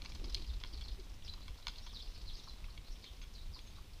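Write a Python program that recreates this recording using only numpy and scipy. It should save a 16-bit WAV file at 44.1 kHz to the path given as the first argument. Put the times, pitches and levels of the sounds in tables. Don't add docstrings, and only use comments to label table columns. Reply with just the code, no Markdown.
import sys
import numpy as np
from scipy import signal
from scipy.fft import rfft, irfft
from scipy.io import wavfile
from scipy.ndimage import uniform_filter1d

SR = 44100
rng = np.random.default_rng(int(sys.argv[2]) if len(sys.argv) > 2 else 0)


def pcm_store(signal):
    levels = np.round(np.clip(np.atleast_2d(signal), -1, 1) * 32767)
    wavfile.write(sys.argv[1], SR, levels.astype(np.int16).T)


N = 176400
T = np.arange(N) / SR

# (time [s], relative level [dB], bass offset [dB], middle offset [dB],
# brightest pitch [Hz], crumble time [s])
KNOCKS = [(0.019,-40.5,-18,-9.5,3620,0.0025), (0.0476,-46.5,-7,-6,4660,0.007),
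          (0.059,-42,-14,-6,4580,0.0023), (.120,-45.5,-34,-7.5,3630,0.0025),
          (0.149,-46,-11,-13,4680,0.0081), (.241,-43.5,-11,-10.5,4540,0.0075),
          (0.296,-45.5,-13,-28,5130,0.0093), (0.3459,-25.5,-41,-36,4350,0.00066),
          (0.3504,-31.5,-32,-15,4100,0.0011), (.637,-34.5,-13.5,-9.5,3300,0.0012),
          (.6467,-48,-2,-3,3300,0.0018), (0.8097,-44,-36,-13.5,3250,0.011),
          (0.996,-51.5,-22,-21,5000,0.013), (1.3368,-41.5,-13,-18,4600,0.0029),
          (1.480,-44,-7.5,-7.5,3600,0.0057), (1.669,-30.5,-8.5,-10.5,3500,0.0017),
          (1.6806,-34,-16,-9.5,4870,0.0023), (1.6839,-34.5,-10,-13,4400,0.001),
          (1.693,-45,-12,-17,3200,0.0029), (1.7816,-42,-21,-23,4300,0.0096),
          (1.8638,-45.5,-6,-11,3640,0.011), (2.6418,-54.5,-4,4,3550,0.0038),
          (2.776,-46.5,-25,-3.5,3380,0.0034), (3.041,-47.5,-16,-7.5,4400,0.0073),
          (3.2155,-51,-12,-2,4200,0.0058), (3.228,-51,-10,-3,3400,0.012), (3.5906,-44.5,-19,-8,3650,0.0028)]
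# (pitch [Hz], relative level [dB], t60 [s])
BASS_MODES = [(627, -6.5, 0.0081), (974, 4, 0.022), (1193, 2, 0.02), (1430, 2, 0.03)]
MIDDLE_MODES = [(2250, 0.41, 0.017), (2724, -1.5, 0.016)]
TREBLE_MODES = [(3300, 6, 0.012), (3750, 8, 0.004), (4200, 8.5, 0.0089), (4880, 8, 0.0055),
                (5120, 5.5, 0.011), (6290, 3.5, 0.0076)]
# (time [s], relative level [dB])
SNAPS = [(.148, -48.5), (.297, -50), (0.3442, -37), (0.35, -42.5), (0.361, -54), (.81, -52), (1.48, -50.5),
         (1.67, -45), (1.682, -46)]
# (time [s], length [s], centre pitch [Hz], level [dB], roughness [ratio])
CREAKS = [(0.161, .17, 311.2, -57, 0.89), (0.183, 0.118, 505.5, -69, 1.01),
          (0.348, 0.1004, 330.4, -59, 0.61), (0.714, 0.061, 351.7, -62, 0.6), (0.969, 0.058, 362, -58, 0.3)]
# (time [s], level [dB])
GRIT_LEVEL = [(0, -61.5), (.35, -61), (.7, -63.5), (1.1, -65.5), (2, -65.5), (3, -66.5), (4, -67)]
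# (frequency [Hz], relative level [dB])
GRIT_SPECTRUM = [(150, 6), (350, 4.5), (600, -1.5), (1100, -2), (1700, -9), (2400, -6.5), (4000, -6.5),
                 (6000, -8), (7500, -20.5), (15000, -40)]
# (time [s], level [dB])
BED_LEVEL = [(0, -65.5), (.4, -66.5), (.8, -74.5), (4, -70.5)]
# (time [s], peak before echoes [dB], pitch [Hz])
PEBBLES = [(.280, -50, 4110), (.3237, -42.5, 4120), (.366, -45, 4200), (.395, -58, 4000),
           (.4207, -44.5, 4200), (.5372, -49, 4230), (.563, -55, 4080), (.6125, -51, 2740),
           (.7427, -51, 4050), (.7751, -45.5, 4060), (.8824, -43, 3920), (1.095, -54.5, 5270),
           (1.222, -49.5, 3200), (1.278, -42.5, 3470), (1.575, -49, 4300), (1.627, -50, 3910),
           (1.758, -46, 3300), (2.073, -51.5, 3200), (2.215, -49, 4500), (3.674, -52, 3400)]
# (time [s], peak before echoes [dB], pitch [Hz])
HOOVES = [(1.376, -55, 990), (1.585, -57, 1040), (1.932, -53, 1050), (2.473, -50.5, 1030),
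          (2.558, -57.5, 950), (2.684, -55, 1100), (3.559, -55.5, 1070), (3.77, -56, 1200),
          (3.783, -52.5, 1070)]
# (time [s], length [s], start pitch [Hz], end pitch [Hz], relative level [dB])
CHIRPS = [(.455, 0.068, 5400, 3400, -55), (.655, 0.029, 4100, 5200, -54), (.72, 0.041, 5440, 3900, -52.5),
          (.825, 0.04, 5530, 3700, -53.5), (.875, 0.0282, 3700, 4200, -52), (.905, 0.04, 4200, 5300, -59),
          (1.235, 0.053, 6100, 4200, -53.5), (1.283, 0.021, 3900, 4030, -43.5),
          (1.41, 0.039, 4600, 4000, -56.5), (1.81, 0.055, 5000, 5950, -59),
          (1.89, 0.038, 3800, 3400, -54.5), (1.928, 0.063, 5500, 3300, -47),
          (1.992, 0.027, 3350, 3600, -50.5), (2.015, 0.021, 5700, 4200, -50),
          (2.135, 0.038, 4900, 4000, -59.5), (2.255, 0.067, 5300, 3200, -50.5),
          (2.33, 0.044, 5600, 3850, -51.5), (2.38, 0.033, 3950, 3750, -53.5),
          (2.425, 0.035, 4300, 3750, -58), (2.432, 0.02, 5200, 5900, -56.5),
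          (2.465, 0.056, 5500, 3200, -53), (2.695, 0.024, 5500, 3700, -57.5),
          (2.845, 0.068, 3890, 4500, -60), (2.9, 0.038, 5000, 5900, -61), (3.02, 0.04, 4900, 3895, -54.5),
          (3.05, 0.047, 3850, 3135, -53), (3.32, 0.1, 5380, 3575, -57.5), (3.522, 0.062, 5900, 3750, -53)]
# (time [s], gain [dB])
FLOCK_SWELL = [(0, 2.5), (1.3, -10), (1.9, 3), (2.4, 2.5), (2.7, -4), (4, -5)]
# (time [s], level [dB])
PEEPS = [(2.36, -65), (3.07, -70.5), (3.21, -64), (3.27, -72), (3.607, -68), (3.66, -64)]
# (time [s], level [dB], frequency [Hz])
BUFFETS = [(0.346, -34, 42), (0.504, -33.5, 55), (0.57, -32.5, 36), (.745, -41.5, 50), (.82, -38, 42),
           (0.927, -35, 45), (1.53, -39.5, 45), (1.68, -52, 42), (2.089, -36.5, 33), (2.522, -41.5, 45),
           (2.919, -32.5, 28)]
# (time [s], relative level [dB])
WIND_LEVEL = [(0, -47), (.6, -49), (1.2, -48.5), (2, -51.5), (2.5, -50.5), (3.1, -52), (4, -51.5)]
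# (frequency [Hz], relative level [dB])
WIND_SPECTRUM = [(12, -1.5), (25, 1.5), (42, -2), (60, -7.5), (90, -11.5), (130, -25.5), (250, -34.5),
                 (600, -70)]
HUSH_SPECTRUM = [(70,-22), (120,-6.5), (446,-14), (818,-17.5), (1020,-16), (1440,-20.5), (2290,-16.5),
                 (3000,-16), (3800,-14.5), (4600,-21), (7860,-25), (13800,-30), (15000,-33)]

ROAD_ECHO_DB, ROAD_T60_S = -12, 0.29
BIRD_ECHO_DB, BIRD_T60_S = -3.5, 0.27


def knocks():
    click_db, focus_db_per_octave, pitch_scatter = -27, 17.5, 0.017
    out, t = np.zeros(N), T[:SR // 16]
    for s, db, bass_db, middle_db, bright_hz, crumble_s in KNOCKS:
        grit = 58 * crumble_s * rng.standard_normal(len(t)) * np.exp(-t / crumble_s)
        contact = grit + (t == 0)
        knock = from_db(click_db) * contact / np.linalg.norm(contact)
        treble = [(hz, mode_db - focus_db_per_octave * abs(np.log2(hz / bright_hz)), t60)
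                  for hz, mode_db, t60 in TREBLE_MODES]
        for modes, group_db in ((BASS_MODES, bass_db - 4), (MIDDLE_MODES, middle_db - 3), (treble, -5)):
            rings = np.zeros(len(t))
            for k, (hz, mode_db, t60) in enumerate(modes):
                pitch = hz * (1 + pitch_scatter * rng.normal())
                rings += (-1) ** k * from_db(mode_db) * ring(contact, pitch, t60)
            power = uniform_filter1d(rings ** 2, size=88, mode="constant")
            knock += from_db(group_db) * rings / np.sqrt(power.max())
        add(out, s, from_db(db) * knock)
    return out + from_db(ROAD_ECHO_DB) * walls(out, ROAD_T60_S)


def snaps():
    decay_s = 0.0022
    out, t = np.zeros(N), T[:SR // 50]
    for s, db in SNAPS:
        add(out, s, from_db(db) * rng.standard_normal(len(t)) * np.exp(-t / decay_s) / 2)
    out = signal.sosfilt(signal.butter(2, [5000, 11100], "band", fs=SR, output="sos"), out + 1e-18)
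    out += from_db(2) * resonance(out, hz=7200, width_hz=710)
    return out + from_db(ROAD_ECHO_DB) * walls(out, ROAD_T60_S)


def creaks():
    sag, spread = .2, 0.246
    out, jitter, flutter = np.zeros(N), drift(hz=69), drift(hz=69)
    for s, length, hz, db, rough in CREAKS:
        t = T[:int(length * SR)]
        here = int(s * SR) + np.arange(len(t))
        slip_hz = hz * (1 + sag * (.5 - t / length) + spread * rough * jitter[here])
        slips = np.sin(2 * np.pi * np.cumsum(slip_hz) / SR) * (1 + rough * flutter[here])
        add(out, s, from_db(db) * np.sin(np.pi * t / length) * rms_one(slips))
    return out


def tyres():
    grains_per_s, spread_db = 1800, 4
    bed_hz, bed_width_hz = 119, 123
    grains = (rng.random(N) < grains_per_s / SR) * rng.choice([-1, 1], N)
    strength = from_db(spread_db * np.minimum(rng.exponential(1, N), 5))
    crunch = colour(grains * strength, GRIT_SPECTRUM)
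    rumble = resonance(rng.standard_normal(N), bed_hz, bed_width_hz)
    rumble = resonance(rumble, bed_hz, bed_width_hz)
    return level(GRIT_LEVEL) * crunch + level(BED_LEVEL) * rms_one(rumble)


def pebbles():
    small_per_s, above_grit_db = 23, 10.5
    small = []
    for when, size, pitch in rng.random((int(small_per_s * N / SR), 3)):
        s = when * N / SR
        db = np.interp(s, *np.transpose(GRIT_LEVEL)) + above_grit_db + 6 * (size - .5)
        small.append((s, db, 2600 + 2800 * pitch))
    return crushes(PEBBLES + small, crush_s=0.0093, width_hz=1020)


def hooves():
    return crushes(HOOVES, crush_s=0.0065, width_hz=240)


def crushes(rows, crush_s, width_hz):
    out, t = np.zeros(N), T[:SR // 16]
    for s, db, hz in rows:
        contacts = rng.laplace(size=len(t)) * np.exp(-t / crush_s)
        crush = resonance(resonance(contacts, hz, width_hz), hz, 2 * width_hz)
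        add(out, s, from_db(db) * crush / np.abs(crush).max())
    return out + from_db(ROAD_ECHO_DB) * walls(out, ROAD_T60_S)


def sparrows():
    flock_per_s, flock_db = 55, -67
    near = from_db(-0.5) * chirps(CHIRPS)
    near += from_db(BIRD_ECHO_DB) * walls(near, BIRD_T60_S)
    flock = [(when * N / SR, 0.02 + .04 * length, 4200 + 2400 * start, 3000 + 2600 * end, flock_db)
             for when, length, start, end in rng.random((int(flock_per_s * N / SR), 4))]
    return near + level(FLOCK_SWELL) * walls(chirps(flock), BIRD_T60_S)


def chirps(rows):
    warble_hz, warble_depth_hz, waver_depth_hz = 171.8, 160, 190
    second_ratio, second_db = 1.17, -11.5
    ease, roughness = 1.1, .7
    out, waver, flutter = np.zeros(N), drift(hz=218), drift(hz=130)
    for s, length, start_hz, end_hz, db in rows:
        t = T[:int(length * SR)]
        here = (int(s * SR) + np.arange(len(t))) % N
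        glide = np.expm1(-ease * t / length) / np.expm1(-ease)
        warble = warble_depth_hz * np.sin(2 * np.pi * warble_hz * t)
        hz = start_hz + (end_hz - start_hz) * glide + warble + waver_depth_hz * waver[here]
        phase = 2 * np.pi * np.cumsum(hz) / SR
        voices = np.sin(phase) + from_db(second_db) * np.sin(second_ratio * phase)
        swell = np.sin(np.pi * t / length) * rms_one(1 + roughness * flutter[here])
        add(out, s, from_db(db) * swell * voices)
    return signal.sosfilt(signal.butter(6, 6300, fs=SR, output="sos"), out)


def distant_bird():
    centre_hz, length_s = 6400, 0.027
    out, t = np.zeros(N), T[:int(length_s * SR)]
    for s, db in PEEPS:
        hz = centre_hz * (1 + 0.0083 * rng.normal())
        add(out, s, from_db(db) * np.sin(np.pi * t / length_s) * np.sin(2 * np.pi * hz * t))
    return out + from_db(BIRD_ECHO_DB) * walls(out, BIRD_T60_S)


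def buffets():
    out, width_s = np.zeros(N), 0.017
    for s, db, hz in BUFFETS:
        swell = np.exp(-((T - s) / width_s) ** 2 / 2)
        out += from_db(db) * swell * np.sin(2 * np.pi * (hz * T + rng.random()))
    return out


def wind():
    gust_db = 2 + 2.5 * drift(hz=7)
    return from_db(gust_db) * level(WIND_LEVEL) * colour(rng.standard_normal(N), WIND_SPECTRUM)


def village():
    hush = colour(rng.standard_normal(N), HUSH_SPECTRUM)
    whine = rms_one(resonance(rng.standard_normal(N), hz=14697, width_hz=38))
    return from_db(-64.5) * hush + from_db(-85.5) * whine


def walls(x, t60):
    t = T[:SR // 2]
    echoes = rng.standard_normal(len(t)) * (rng.random(len(t)) < .03) * (t > .004)
    echoes *= np.exp(-np.log(1000) * t / t60)
    return signal.fftconvolve(x, echoes / np.linalg.norm(echoes))[:N]


def from_db(db):
    return 10 ** (np.asarray(db) / 20)


def rms_one(x):
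    return x / np.sqrt(np.mean(x ** 2) + 1e-20)


def level(rows):
    return from_db(np.interp(T, *np.transpose(rows)))


def add(out, s, x):
    i = int(np.clip(s * SR, 0, N - 1))
    out[i:i + len(x)] += x[:N - i]


def colour(x, spectrum):
    hz, db = np.transpose(spectrum)
    f = np.maximum(np.arange(N // 2 + 1) * SR / N, 1)
    gain = from_db(np.interp(np.log(f), np.log(hz), db))
    return rms_one(irfft(rfft(x) * gain * f / np.hypot(f, 10), N))


def ring(x, hz, t60):
    r, w = np.exp(-np.log(1000) / (t60 * SR)), 2 * np.pi * hz / SR
    return signal.lfilter([0, np.sin(w)], [1, -2 * r * np.cos(w), r * r], x + 1e-18)


def resonance(x, hz, width_hz):
    r, w = np.exp(-np.pi * width_hz / SR), 2 * np.pi * hz / SR
    return signal.lfilter(np.array([1, 0, -1]) * (1 - r * r) / 2, [1, -2 * r * np.cos(w), r * r], x)


def drift(hz):
    return rms_one(signal.sosfilt(signal.butter(2, hz, fs=SR, output="sos"), rng.standard_normal(N)))


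def scene():
    background = wind() + village() + buffets()
    horse_and_cart = tyres() + pebbles() + hooves() + creaks() + knocks() + snaps()
    return (horse_and_cart + sparrows() + distant_bird() + background)[None]


def record(dry):
    cutoff_hz = 15300
    return signal.sosfilt(signal.ellip(12, .1, 70, cutoff_hz, fs=SR, output="sos"), dry)


dry = scene()
out = record(dry)
pcm_store(out)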